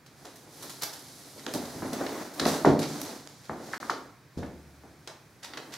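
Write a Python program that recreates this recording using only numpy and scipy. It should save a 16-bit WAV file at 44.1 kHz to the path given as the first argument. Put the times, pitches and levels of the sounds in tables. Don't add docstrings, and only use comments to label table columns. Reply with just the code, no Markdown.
import sys
import numpy as np
from scipy import signal
from scipy.fft import rfft, irfft, next_fast_len
from scipy.io import wavfile
from scipy.ndimage import map_coordinates

SR = 44100
rng = np.random.default_rng(int(sys.argv[2]) if len(sys.argv) > 2 else 0)


def digitize_waveform(pressure):
    field = np.atleast_2d(pressure).T
    bounded = np.clip(field, -1, 1)
    quanta = np.round(bounded * 32767).astype(np.int16)
    wavfile.write(sys.argv[1], SR, quanta)


N = 254456


def amp(db):
    return 10 ** (np.asarray(db) / 20)


def unit(x):
    return x / np.sqrt(np.mean(x ** 2) + 1e-20)


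def along(points, hz):
    f, v = np.transpose(points)
    return np.interp(np.log(hz + 1), np.log(f + 1), v)


def filtered(x, response):
    n = x.shape[-1]
    m = next_fast_len(n + 4096, True)
    return irfft(rfft(x, m) * response(np.fft.rfftfreq(m, 1 / SR)), m)[..., :n]


def edge(ratio, order=3):
    return 1 / np.sqrt(1 + ratio ** (2 * order))


def diffuse(pair, colour):
    # (frequency [Hz], side over mid [dB])
    side_db = [(25, -11), (60, -15), (125, -17), (250, -18.5), (500, -14.5), (1000, -11), (2000, -8),
               (4000, -9), (8000, -4.5), (12000, -6)]

    def response(hz):
        return colour(hz) * np.array([np.ones_like(hz), amp(along(side_db, hz))])

    mid, side = filtered(pair, response)
    return unit(np.array([mid + side, mid - side]))


def noise(colour, size):
    return diffuse(rng.standard_normal((2, size)), colour)


def wobble(knots_per_s):
    knots = rng.standard_normal(int(N * knots_per_s / SR) + 4)
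    return map_coordinates(knots, [np.arange(N) * knots_per_s / SR])


def add(track, s, sound):
    part = track[:, max(round(s * SR), 0):][:, :sound.shape[-1]]
    part += sound[..., :part.shape[-1]]


def boards(hz):
    # (frequency [Hz], relative density [dB per Hz])
    board_db = [(25, -17), (50, 8.5), (115, 0.5), (195, -4.5), (270, 2.5), (400, -3.5), (750, -6.5),
                (1200, -12.5), (2000, -16), (2700, -25), (6000, -32.5)]
    return amp(along(board_db, hz))


def stroke_gains():
    # (start [s], length [s], hiss [dB], fizz of the tips [dB], rumble of the head [dB]),
    # levels at the start, before the sag
    strokes = [(0.253, .3, -60.5, -63.5, -56.5), (0.628, 1, -52.5, -54, -54.5),
               (1.576, 0.37, -49.5, -53, -43.5), (2.026, 0.2, -48, -54.5, -37.5),
               (2.505, 0.053, -43.5, -48, -34.5), (2.934, 0.17, -45.5, -52.5, -41.5),
               (3.25, 0.38, -58.5, -66, -60.5), (3.705, 0.18, -52, -59, -45), (4.44, 1, -68, -71.5, -64),
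               (5.587, 0.34, -63, -65, -51)]
    attack_s, release_s, sag_db_per_s = 0.13, 0.12, 3
    t = np.arange(N) / SR
    gains = np.zeros((3, N))
    for start, length, *levels_db in strokes:
        early = np.maximum(start - t, 0) / attack_s
        late = np.maximum(t - start - length, 0) / release_s
        sag_db = sag_db_per_s * np.clip(t - start, 0, length)
        push = amp(np.array(levels_db)[:, None] - sag_db) * np.exp(-early ** 2 - late)
        gains = np.maximum(gains, push)
    return gains


def friction(colour, slips_per_s, spread_db, flutter_db):
    slips = (rng.random(N) < slips_per_s / SR) * amp(spread_db * rng.standard_normal(N))
    grains = slips * rng.standard_normal((2, N))
    return unit(diffuse(grains, colour) * amp(flutter_db * wobble(70)))


def sweeping(hiss_gain, fizz_gain, drag_gain):
    # (frequency [Hz], relative density [dB per Hz])
    hiss_db = [(30, -30), (150, -30), (800, -6), (1700, -12), (2700, -12), (4000, -2), (6200, -3),
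               (8500, -12), (13000, -30)]
    fizz_db = [(4000, -2), (7500, 5.5), (10500, 9), (14000, 3), (16000, -14)]

    def hiss_colour(hz):
        return amp(along(hiss_db, hz))

    def fizz_colour(hz):
        return amp(along(fizz_db, hz))

    def drag_colour(hz):
        return boards(hz) * edge(210 / (hz + 1))

    hiss = hiss_gain * friction(hiss_colour, slips_per_s=20000, spread_db=1.5, flutter_db=.4)
    fizz = fizz_gain * friction(fizz_colour, slips_per_s=20000, spread_db=2, flutter_db=.4)
    drag = drag_gain * friction(drag_colour, slips_per_s=9000, spread_db=2.0, flutter_db=1.5)
    return hiss + fizz + drag


def flick(s, db, high_hz, t60_s):
    wood_db = 1.5 - 5.5 * np.log2(high_hz / 8000)
    rise_s = .014 * t60_s
    return s, db, high_hz, wood_db, rise_s, t60_s


def bursts(fizz_gain, stray_count=30):
    # (time [s], level [dB], high edge [Hz], t60 [s])
    flick_rows = [(.061, -50.5, 8000, 0.11), (0.248, -46.5, 8300, 0.19), (.356, -50.5, 13000, .15),
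                  (.622, -40.5, 13000, 0.22), (.695, -37, 10500, .09), (.821, -24.5, 16000, 0.028),
                  (.833, -27, 12900, .06), (.93, -38, 11000, 0.1), (1.465, -24.5, 5700, 0.019),
                  (1.536, -31, 11200, 0.13), (1.652, -40, 6960, .05), (1.93, -33, 9800, 0.08),
                  (2.064, -33.5, 4500, 0.048), (2.335, -45.5, 14000, .25), (2.396, -23, 6800, 0.052),
                  (2.453, -22, 5570, 0.042), (2.461, -30, 9900, 0.36), (2.541, -28.5, 9250, 0.041),
                  (2.646, -35.5, 6800, 0.32), (2.791, -32, 10000, 0.085), (3.015, -31, 16000, 0.027),
                  (3.274, -34.5, 7500, 0.0081), (3.897, -33, 6100, 0.11), (4.371, -52.5, 8000, 0.4),
                  (4.429, -42, 2600, 0.06), (5.074, -32, 6800, 0.041), (5.535, -35.5, 4080, 0.051),
                  (5.572, -32, 5100, 0.053)]
    # (release time [s], release level [dB])
    scuffs = [(.826, -32.5), (1.39, -43.5), (2.826, -28.5), (3.45, -47.5), (3.738, -38), (5.441, -35),
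              (5.734, -34.5)]
    bend_lead_s, bend_db, bend_rise_s, bend_t60_s = .017, -3, 0.0082, .14
    spring_rise_s, spring_t60_s, scuff_hz, scuff_wood_db = 0.0032, 0.082, 8200, 6
    stray_over_fizz_db, stray_hz, stray_t60_s = 8, 11000, .05

    rows = [flick(*row) for row in flick_rows]
    for s, db in scuffs:
        rows.append((s - bend_lead_s, db + bend_db, scuff_hz, scuff_wood_db, bend_rise_s, bend_t60_s))
        rows.append((s, db, scuff_hz, scuff_wood_db, spring_rise_s, spring_t60_s))
    for place in rng.random(stray_count):
        fizz_db = 20 * np.log10(fizz_gain[int(place * N)] + 1e-9)
        rows.append(flick(place * N / SR, fizz_db + stray_over_fizz_db, stray_hz, stray_t60_s))
    return rows


def flicks(rows, grain_db=3, crackle_db=3, crackles_per_s=700, head_hz=2100, head_octaves=1.0):
    # (frequency [Hz], relative density [dB per Hz])
    clack_db = [(30, -38), (200, -15), (700, -6), (1500, -6), (2700, -11.5), (4000, -3.5), (6000, -5),
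                (8500, -10), (13000, -5.5), (16000, -12)]
    track, t = np.zeros((2, N)), np.arange(SR // 4) / SR

    def head(hz):
        return np.exp(-(np.log2((hz + 1) / head_hz) / head_octaves) ** 2)

    for s, db, high_hz, wood_db, rise_s, t60_s in rows:
        def colour(hz):
            return amp(along(clack_db, hz) + wood_db * head(hz)) * edge(hz / high_hz)

        bunches = np.interp(t * crackles_per_s, np.arange(len(t)), rng.standard_normal(len(t)))
        grain = rng.standard_normal(len(t))
        grit = rng.standard_normal((2, len(t))) * amp(grain_db * grain + crackle_db * bunches)
        envelope = (1 - np.exp(-(t / rise_s) ** 2)) * amp(-60 * t / t60_s)
        add(track, s, amp(db) * diffuse(grit, colour) * envelope)
    return track


def knocks(travel_s=0.00403, travel_hz=1000, build_s=0.0056, scatter_db=1.5, wave_top_hz=2050):
    # (time [s], level [dB], low edge [Hz], high edge [Hz], first wave over the level [dB])
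    blows = [(.246, -43.5, 302, 2500, -2), (.635, -45.5, 171, 1800, 4), (.82, -45, 170, 2500, -3),
             (1.358, -45, 200, 710, 0), (1.463, -34.5, 240, 1900, 0), (1.537, -27.5, 173, 680, -5),
             (1.745, -39, 90, 550, -8), (1.819, -29.5, 140, 1700, -0.5), (1.923, -32.5, 210, 700, 0),
             (2.004, -28, 224, 1550, 0), (2.396, -25.5, 151, 1400, -18.5), (2.457, -23.5, 161, 1410, 8),
             (2.645, -16.5, 298, 1470, 8), (2.664, -13.5, 142, 610, 0), (3.493, -33, 135, 1900, 10),
             (3.597, -42, 150, 930, 0), (3.733, -34, 1380, 1480, 13.5), (3.826, -39, 1220, 1140, 14),
             (3.8945, -32, 1000, 1330, 19.5), (3.9, -32, 332, 1000, 6), (4.369, -31, 68, 500, 1.5),
             (4.426, -40.5, 140, 1620, 7), (4.833, -48.5, 150, 1700, 1.5), (5.071, -41, 513, 3000, -8),
             (5.571, -42.5, 260, 2000, 4)]
    # (frequency [Hz], level [dB], t60 [s])
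    floor_modes = [(74, -10, 1.4), (160, -10, .55), (261, -14, .55), (328, -14, .45), (358, -19, .4),
                   (591, -19, .5), (696, -21, .5), (881, -23, .5), (1441, -25, .4)]
    track, t = np.zeros((2, N)), np.arange(SR * 3 // 4) / SR
    impulse = 1. * (t[:SR // 20] == 0)
    mode_hz, mode_db, mode_t60_s = np.transpose(floor_modes)
    mode_decay = amp(mode_db[:, None] - 60 * t / mode_t60_s[:, None])
    modes = mode_decay * np.sin(2 * np.pi * mode_hz[:, None] * t)

    def travel(hz):
        return np.exp(-4j * np.pi * travel_s * np.sqrt(hz * travel_hz)) * edge(hz / wave_top_hz, order=8)

    for s, db, low_hz, high_hz, first_db in blows:
        def contact(hz):
            return edge(low_hz / (hz + 1)) * edge(hz / high_hz, order=2)

        rattle_t60_s = 0.32 * (200 / low_hz) ** 0.35
        chirp = filtered(impulse, lambda hz: contact(hz) ** 4 * travel(hz))
        rattle = noise(lambda hz: boards(hz) * contact(hz), len(t)) * amp(-60 * t / rattle_t60_s)
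        sign_draw, strength_draw = rng.standard_normal((2, len(modes)))
        mode_gain = contact(mode_hz) ** 2 * np.sign(sign_draw) * amp(scatter_db * strength_draw)
        ring = mode_gain @ modes
        swell = 1 - np.exp(-(t / (build_s * amp(-first_db / 2))) ** 2)
        add(track, s, amp(db) * swell * (rattle + ring))
        add(track, s, amp(db + first_db) * chirp / np.abs(chirp).max())
    return track


def hall(x, delay_s=.012, count=14):
    # (frequency [Hz], t60 [s])
    hall_t60_s = [(70, 0.63), (200, 1), (500, 0.65), (1500, 0.49), (5000, 0.37), (13000, 0.26)]
    track, size = np.zeros((2, N)), N // count
    for start in range(0, N - size + 1, size):
        hz, t, z = signal.stft(noise(np.ones_like, SR), SR, nperseg=256)
        decay = amp(-60 * t / along(hall_t60_s, hz)[:, None])
        tail = signal.istft(z * decay, SR, nperseg=256)[1]
        mono = x[:, start:start + size].mean(axis=0, keepdims=True)
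        echo = signal.fftconvolve(mono, tail / np.linalg.norm(tail[0]), axes=1)
        add(track, start / SR + delay_s, echo)
    return track


def still_air():
    # (frequency [Hz], relative density [dB per Hz])
    room_db = [(25, -22), (60, -12), (100, -5.5), (135, 2), (200, -7.5), (320, -10.5), (480, -15),
               (900, -17.5), (1600, -17), (2480, -20), (2750, -27), (5000, -25), (8000, -32.5),
               (15000, -35)]
    return amp(-57.0) * noise(lambda hz: amp(along(room_db, hz)), N)


def scene():
    hiss_gain, fizz_gain, drag_gain = stroke_gains()
    sweep = sweeping(hiss_gain, fizz_gain, drag_gain)
    bristles = flicks(bursts(fizz_gain))
    wood = knocks()
    echoes = hall(amp(-8.5) * wood + amp(-3.0) * bristles)
    return sweep + wood + bristles + echoes + still_air()


def record(dry, low_cut_hz=44, top_hz=15800):
    # (frequency [Hz], left minus right [dB])
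    lean_db = [(60, 4.5), (110, -4), (200, 1.5), (380, -1), (700, -1), (1290, 0), (2380, -1), (4400, -1),
               (8120, -2), (15000, -2)]
    # start [s], end [s]
    gap_start_s, gap_end_s = (3.780, 3.801)

    def ports(hz):
        return amp(np.array([[.5], [-.5]]) * along(lean_db, hz)) * edge(low_cut_hz / (hz + 1))

    t = np.arange(N) / SR
    live = (t < gap_start_s) | (t > gap_end_s)
    return filtered(filtered(dry, ports) * live, lambda hz: hz < top_hz)


dry = scene()
out = record(dry)
digitize_waveform(out)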